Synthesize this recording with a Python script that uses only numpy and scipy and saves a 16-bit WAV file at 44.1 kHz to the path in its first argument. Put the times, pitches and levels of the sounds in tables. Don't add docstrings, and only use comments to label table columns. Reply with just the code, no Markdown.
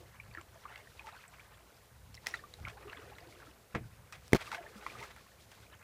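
import sys
import numpy as np
from scipy import signal
from scipy.fft import rfft, irfft, next_fast_len
from scipy.io import wavfile
from scipy.ndimage import map_coordinates

SR = 44100
rng = np.random.default_rng(int(sys.argv[2]) if len(sys.argv) > 2 else 0)


def wav_out(sig):
    wavfile.write(sys.argv[1], SR, np.round(np.clip(np.atleast_2d(sig).T, -1, 1) * 32767).astype(np.int16))


def ratio(d):
    e = np.asarray(d, float) / 20
    return 10 ** e


N = 257103

# t/s, level/dB
GURGLE_LEVEL = [(0.0, -53.5), (0.11, -80), (0.33, -69.5), (1.1, -69.5), (1.3, -80), (1.65, -68.5),
                (2.1, -81.5), (2.31, -62), (2.5, -68), (2.88, -59), (3.41, -63.5), (3.7, -73),
                (4.18, -76.5), (4.6, -56.5), (4.76, -64), (5.02, -57.5), (5.2, -72), (5.83, -71)]
# t/s, level/dB
TRICKLE_LEVEL = [(0.0, -72.5), (0.15, -63.5), (0.5, -69.5), (0.69, -59), (0.88, -69.5), (1.1, -59.5),
                 (1.65, -67), (2.08, -74.5), (2.31, -63), (2.53, -72.5), (2.64, -61), (2.75, -68),
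                 (2.95, -55), (3.08, -63.5), (3.41, -61), (3.63, -72), (4.29, -70), (4.4, -53.5),
                 (4.73, -64.5), (4.96, -57.5), (5.2, -65.5), (5.4, -71.5), (5.83, -64.5)]
# t/s, peak/dB, f at the peak/Hz, length/cycles
DROPS = [(0.199, -39.5, 2320, 10.7), (0.312, -50, 2400, 5.6), (0.338, -53.5, 4490, 15),
         (0.349, -38, 1790, 6.1), (0.372, -50.5, 322, 6.1), (0.373, -35.5, 1680, 4.5),
         (0.382, -41, 1350, 6.9), (0.413, -52, 7240, 12), (0.555, -53, 645, 8.5), (0.653, -38, 1150, 6.7),
         (0.724, -46.5, 1380, 8.3), (0.74, -49, 2070, 6.8), (0.757, -42.5, 2200, 6.5),
         (0.775, -50, 2720, 12), (0.803, -50, 2120, 9.6), (0.872, -50, 1830, 9.5),
         (0.994, -38.5, 2440, 7.8), (1.04, -51, 894, 18.5), (1.071, -45.5, 877, 11),
         (1.086, -44, 1270, 10.5), (1.165, -49, 1480, 9.4), (1.239, -45, 1840, 4.4), (1.28, -50, 7900, 13),
         (1.395, -48.5, 2300, 13), (2.145, -45, 5300, 12), (2.169, -48.5, 4000, 7.5),
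         (2.175, -47, 2020, 11), (2.262, -43, 2200, 5.4), (2.268, -30, 1970, 3.8), (2.31, -43.5, 5630, 9.7),
         (2.339, -29, 1894, 8.4), (2.341, -37, 1386, 8.3), (2.34, -45.5, 3930, 38), (2.37, -49, 3580, 18),
         (2.391, -49, 1760, 12), (2.436, -45, 1143, 13.7), (2.538, -42.5, 3900, 9.5),
         (2.651, -32.5, 2190, 5.7), (2.67, -38.5, 1380, 6.5), (2.676, -42, 2240, 14),
         (2.691, -48, 2480, 18), (2.766, -52, 812, 14), (2.852, -46, 408, 9), (2.877, -50, 1190, 11),
         (2.897, -42.5, 2740, 8.1), (2.931, -37, 1630, 4.3), (2.971, -46.5, 3400, 9.2),
         (2.987, -50, 440, 7.4), (3.12, -47.5, 810, 7.3), (3.182, -52, 2140, 11), (3.266, -53.5, 338, 7.6),
         (3.467, -52.5, 1300, 10.6), (3.476, -54, 303, 6), (4.124, -48, 1220, 8.4),
         (4.129, -45.5, 2520, 11.5), (4.405, -45.5, 3260, 12), (4.473, -44.5, 1200, 10.7),
         (4.516, -33, 1390, 5.8), (4.527, -37, 920, 6.3), (4.545, -37, 1540, 11), (4.546, -35, 2450, 7.6),
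         (4.577, -46.5, 1640, 13), (4.577, -44, 695, 14.5), (4.6, -52, 656, 12.7), (4.635, -51, 597, 12),
         (4.663, -45, 1770, 10), (4.755, -49.5, 201, 4.9), (4.864, -29.5, 1160, 3),
         (4.8645, -38, 2240, 7.2), (4.898, -44.5, 2340, 17), (4.951, -45, 1223, 10), (4.993, -48, 2520, 10),
         (5.01, -46.5, 912, 18.6), (5.025, -46, 2080, 16), (5.027, -43.5, 1250, 11), (5.051, -47, 1740, 10)]
DRIP_DB, DRIP_HZ, DRIP_OCTAVES, DRIP_CYCLES = -6.5, 2188, 0.9, 10
# f/Hz, t60/s
BANK_DECAY = [(300, 0.037), (2000, 0.067), (10000, 0.037)]
# t/s, level/dB
HUM_LEVEL = [(0.0, -55.5), (0.25, -59), (0.8, -64.5), (1.8, -65), (2.4, -59), (3.2, -62), (3.6, -67),
             (4.15, -57.5), (4.5, -63), (5.83, -63.5)]
# f/Hz, density/dB
HUM_SPECTRUM = [(13, -60), (22, -27), (27, -2), (40, -9), (54, 2), (107, 0), (187, -11.5), (209, -23.5),
                (300, -22.5), (390, -46), (660, -120)]
# t/s, level/dB
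KNOCKS = [(0.291, -47.5), (1.915, -52), (2.094, -47), (2.606, -42.5), (2.633, -43.5), (2.67, -44),
          (3.744, -36), (3.7496, -31.5), (3.772, -38), (3.809, -39), (3.866, -54), (4.985, -46)]
# f/Hz, level/dB, t60/s
HULL_MODES = [(85, 7.5, 0.043), (117.2, -4, 0.32), (175.5, -9, 0.17), (201.7, 2.5, 0.078), (319, 0, 0.078),
              (430, 6, 0.019)]
# f/Hz, density/dB
PLANK_SPECTRUM = [(200, -20), (400, 3.5), (1000, 5), (1700, 2), (2350, 0.5), (2700, -9), (4500, -19),
                  (8000, -26), (15000, -47)]
# f/Hz, t60/s
PLANK_DECAY = [(300, 0.19), (1000, 0.054), (2500, 0.11), (8000, 0.064)]
AFTER_HUM_DB, AFTER_HUM_T60_S = -14, 0.38
# t/s, level/dB
RUSTLE_LEVEL = [(0.0, -64), (0.11, -75.5), (0.5, -74), (1.05, -68.5), (1.45, -70.5), (2.0, -75),
                (2.2, -68.5), (3.0, -68.5), (3.41, -68.5), (3.6, -76), (4.18, -75), (4.44, -58.5),
                (4.73, -69), (4.9, -61.5), (5.39, -72), (5.55, -62.5), (5.75, -77)]
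# f/Hz, density/dB
BRUSH_SPECTRUM = [(500, -2), (1200, -31), (2300, -0.5), (4000, 2), (7000, -5), (11000, -10.5), (15200, -15),
                  (15500, -62)]
# f/Hz, width/Hz, level/dB
DRONE_TONES = [(59.3, 9, -68), (116.8, 9, -73.5)]
# t/s, body peak/dB, bright peak re body/dB, t60/s
SNAPS = [(.349, -40.5, -32, 0.013), (0.389, -56, -24, .005), (.412, -43, -20, 0.01),
         (.759, -39, -28, 0.0061), (.778, -51, -1, 0.011), (1.069, -40.5, -23, 0.015),
         (2.143, -50.5, 5, 0.012), (2.151, -55.5, 14.5, 0.014), (2.261, -37.5, -11, 0.04),
         (2.269, -26, 2, 0.0082), (2.342, -32.5, -21, 0.0067), (2.539, -47, 2.5, 0.011),
         (2.676, -40, -21, 0.014), (2.684, -35.5, -21, 0.0077), (2.929, -43.5, -24, 0.016),
         (3.184, -40.5, -15, 0.016), (4.124, -41, -1, 0.04), (4.28, -49.5, 8.5, .006),
         (4.458, -50, 5, 0.0073), (4.517, -35.5, -10, 0.012), (4.547, -40, -23, .01),
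         (4.865, -33.5, -29, 0.013), (5.029, -42, -18, .01), (5.104, -47, -14, 0.01),
         (5.163, -44, -5.5, .006), (5.516, -49.5, -1, 0.044)]
# t/s, body level/dB, bright level re body/dB, hold/s, t60/s
DRAGS = [(2.265, -52.5, -1.5, 0.022, 0.24), (2.336, -53, -7, 0.015, 0.2), (2.688, -57, -6, 0.017, 0.05),
         (4.128, -55, -12, 0.022, 0.19), (0.361, -63.5, -31, 0.035, 0.044), (0.701, -60, -24, 0.11, 0.056),
         (1.071, -54, -23, 0.027, 0.043), (4.34, -45, -12, 0.029, 0.014), (4.405, -44.5, -19, 0.023, .02),
         (4.464, -59, -2, 0.016, .04), (4.517, -45, -16, 0.033, 0.11), (4.865, -54, -26, 0.0078, 0.16),
         (4.945, -59.5, -4, 0.019, 0.058), (4.976, -55, -8, 0.075, 0.071), (4.757, -68.5, 5.5, 0.038, 0.1),
         (5.105, -51, -26, 0.011, 0.023)]
# f/Hz, width/Hz, level/dB
TWIG_MODES = [(750, 590, -7.5), (1350, 860, -7.5), (2020, 390, -2.5), (3600, 3200, -16.5)]
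# t/s, push level/dB, port ring level/dB, crack level/dB
SLAPS = [(4.322, -36, -60, -46), (4.332, -7, -8, -22.5), (4.339, -25, -50, -44), (4.3478, -14, -36, -28),
         (4.3534, -16.5, -50, -32.5), (4.361, -30, -54, -35), (4.366, -35, -51, -40)]
# f/Hz, level/dB, t60/s
CASE_MODES = [(115, -2.5, 0.051), (183, 6, 0.019), (260, 4.5, 0.028), (345, 3.5, 0.027), (410, 0.5, 0.023),
              (635, -7, 0.043), (830, -6.5, 0.029)]
# f/Hz, level/dB, t60 ahead of the swell factor/s
PORT_MODES = [(2030, 2, 0.0085), (3200, -4, 0.0039)]
# f/Hz, density/dB
CRACK_SPECTRUM = [(500, 1.5), (1300, 5), (3000, 2), (5800, -4), (8000, -10.5), (15000, -16), (17000, -42)]
# f/Hz, density/dB
HISS_SPECTRUM = [(120, -21), (200, 6.5), (304, -8.5), (487, 2.5), (1400, -5.5), (2100, -7.5), (3000, -12),
                 (7000, -11.5), (14200, -13), (15200, -12), (15500, -74)]
HISS_DB = -66


def unit(x):
    return x / np.sqrt(np.mean(x ** 2) + 1e-20)


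def along(points, hz):
    f, v = np.transpose(points)
    return np.interp(np.log(hz + 1), np.log(f + 1), v)


def curve(points):
    s, v = np.transpose(points)
    return np.interp(np.arange(N) / SR, s, v)


def wobble(rate_hz):
    knots = rng.standard_normal(int(N * rate_hz / SR) + 4)
    return map_coordinates(knots, [np.arange(N) * rate_hz / SR])


def filtered(x, response):
    m = next_fast_len(len(x) + 8192)
    return irfft(rfft(x, m) * response(np.fft.rfftfreq(m, 1 / SR)), m)[:len(x)]


def shaped(x, spectrum):
    return filtered(x, lambda hz: ratio(along(spectrum, hz)))


def noise(spectrum):
    return unit(shaped(rng.standard_normal(N), spectrum))


def add(track, s, sound):
    part = track[round(s * SR):][:len(sound)]
    part += sound[:len(part)]


def ring(modes, t, scatter_db):
    out = 0
    for hz, db, t60 in modes:
        level_db = db + scatter_db * rng.normal() - 60 * t / t60
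        out = out + ratio(level_db) * np.sin(2 * np.pi * hz * t)
    return out


def dying(decays, size):
    hz, t, z = signal.stft(rng.standard_normal(size), SR, nperseg=128)
    fade = ratio(-60 * t / along(decays, hz)[:, None])
    tail = signal.istft(z * fade, SR, nperseg=128)[1]
    return tail / np.linalg.norm(tail)


def bubbles(s, db, hz, cycles, rise, size):
    t = np.arange(size) / SR
    u = 2.38 * t * (hz / cycles)[:, None]
    turns = hz[:, None] * t * (1 + rise * (u / 2 - 1))
    envelope = (u * np.exp(1 - u)) ** 1.44
    rows = ratio(db)[:, None] * envelope * np.sin(2 * np.pi * turns)
    at = np.round(s * SR).astype(int)[:, None] + np.arange(size)
    return np.bincount(at.ravel(), rows.ravel(), N + size + SR)[:N]


def swarm(centre_hz, octaves, cycles, spread_db, count, size):
    s = rng.random(count) * N / SR
    hz = centre_hz * 2 ** (octaves * rng.normal(size=count))
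    life = cycles * 1.3 ** rng.normal(size=count)
    db = spread_db * np.minimum(rng.exponential(size=count), 3)
    return unit(bubbles(s, db, hz, life, 0.056, size))


def drops_and_spray():
    s, db, hz, cycles = np.transpose(DROPS)
    drops = bubbles(s, db, hz, cycles, 0.016, size=4000)
    later, apart, weaker = rng.random((3, len(s), 4))
    spray_s = s[:, None] + 1.5 * later * (cycles / hz)[:, None]
    spray_db = db[:, None] - 7.5 - 8 * weaker
    spray_hz = hz[:, None] * 2 ** (0.82 * apart - 0.35)
    spray_cycles = np.repeat(0.5 * cycles, 4)
    spray = bubbles(spray_s.ravel(), spray_db.ravel(), spray_hz.ravel(), spray_cycles, 0.027, size=2500)
    return drops + spray


def water(gurgle_db, trickle_db):
    gurgle = ratio(gurgle_db) * swarm(520.6, 0.449, 5.96, 1.86, count=2500, size=1800)
    trickle = ratio(trickle_db + 3.17 * wobble(45)) * swarm(1692, 0.558, 6.5, 3.2, count=7000, size=600)
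    drips = swarm(DRIP_HZ, DRIP_OCTAVES, DRIP_CYCLES, 3.2, count=200, size=2500)
    return gurgle + trickle + ratio(trickle_db + DRIP_DB) * drips + drops_and_spray()


def banks(x):
    return signal.fftconvolve(np.pad(x, (200, 0)), dying(BANK_DECAY, size=10000))[:N]


def hull(hum_db):
    boom, crack, after_hum = np.zeros((3, N))
    t = np.arange(SR // 3) / SR
    for s, db in KNOCKS:
        soft = np.clip((-30.5 - db) / 15, 0, 1)
        modes = [(hz, level - soft * 7 * np.log2(hz / 85), t60) for hz, level, t60 in HULL_MODES]
        add(boom, s, ratio(db) * ring(modes, t, 1) * (1 - np.exp(-t / 0.0033)))
        after_db = db + AFTER_HUM_DB - 60 * t / AFTER_HUM_T60_S
        add(after_hum, s, ratio(after_db) * (1 - np.exp(-t / 0.03)))
        add(crack, s, ratio(db + 36 - 61 * soft) * dying(PLANK_DECAY, size=6000))
    hum = (ratio(hum_db) + after_hum) * ratio(3.5 * wobble(12)) * noise(HUM_SPECTRUM)
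    return boom + shaped(crack, PLANK_SPECTRUM) + hum


def leaves(rustle_db):
    contacts = rng.standard_normal(N) * (rng.random(N) < 0.05)
    contacts = contacts * ratio(2.8 * rng.exponential(size=N))
    grains = unit(shaped(contacts, BRUSH_SPECTRUM))
    return ratio(rustle_db + 2.34 * wobble(30)) * unit(noise(BRUSH_SPECTRUM) + 0.55 * grains)


def drone():
    out = np.zeros(N)
    for hz, width, db in DRONE_TONES:
        band = filtered(rng.standard_normal(N), lambda f: 1 / (1 + (2 * (f - hz) / width) ** 2))
        out += ratio(db) * unit(band)
    return out


def twig_body(f):
    out = 0
    for k, (hz, width, db) in enumerate(TWIG_MODES):
        out = out + (-1) ** k * ratio(db) * 1j * f * width / (hz ** 2 - f ** 2 + 1j * f * width)
    return out * 4500 / (4500 + 1j * f)


def bright_edge(f):
    return (1j * f / (4000 + 1j * f)) ** 3 * (7000 / (7000 + 1j * f)) ** 4


def snaps():
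    out, t = np.zeros(N), np.arange(SR // 5) / SR
    for s, db, bright_db, t60 in SNAPS:
        a, b = rng.standard_normal((2, len(t))) * ratio(-60 * t / np.clip(t60, 0.002, 0.1))
        body, bright = filtered(a, twig_body), filtered(b, bright_edge)
        body, bright = body / np.abs(body).max(), bright / np.abs(bright).max()
        add(out, s, ratio(db) * (body + ratio(bright_db) * bright))
    return out


def drags():
    out, t = np.zeros(N), np.arange(SR // 5) / SR
    for s, db, bright_db, hold, t60 in DRAGS:
        fade = ratio(db - 60 * np.maximum(t - hold, 0) / np.clip(t60, 0.005, 0.3))
        fade = fade * (1 - np.exp(-t / 0.0025))
        stutter = ratio(2.2 * wobble(198)[:len(t)])
        a, b = rng.standard_normal((2, len(t))) * stutter
        body, bright = unit(filtered(a, twig_body)), unit(filtered(b, bright_edge))
        add(out, s, fade * (body + ratio(bright_db) * bright))
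    return out


def slaps():
    out, crack = np.zeros((2, N))
    t = np.arange(SR // 8) / SR
    swell = t / 0.0013 * np.exp(1 - t / 0.00091) * ratio(60 * t / 0.032)
    for s, push_db, port_db, crack_db in SLAPS:
        thump = -0.4 * ring(CASE_MODES, t, 1.0) * (1 - np.exp(-t / 0.001))
        port = ring(PORT_MODES, t, 0.4) * swell
        add(out, s, ratio(push_db) * thump + ratio(port_db) * port)
        add(crack, s, ratio(crack_db + 6.5 - 60 * t / 0.016) * rng.standard_normal(len(t)))
    return out + shaped(crack, CRACK_SPECTRUM)


def scene():
    near = water(curve(GURGLE_LEVEL), curve(TRICKLE_LEVEL)) + snaps() + drags()
    echo = ratio(-13.5) * banks(near)
    direct = hull(curve(HUM_LEVEL)) + leaves(curve(RUSTLE_LEVEL)) + drone() + slaps()
    return (near + echo + direct)[None]


def low_pass(x):
    return signal.sosfilt(signal.butter(12, 16490, fs=SR, output="sos"), x)


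def record(dry):
    thinned = filtered(dry[0], lambda hz: (1j * hz / (35 + 1j * hz)) ** 2)[None]
    mix = thinned + ratio(HISS_DB) * noise(HISS_SPECTRUM)
    return low_pass(mix)


dry = scene()
out = record(dry)
wav_out(out)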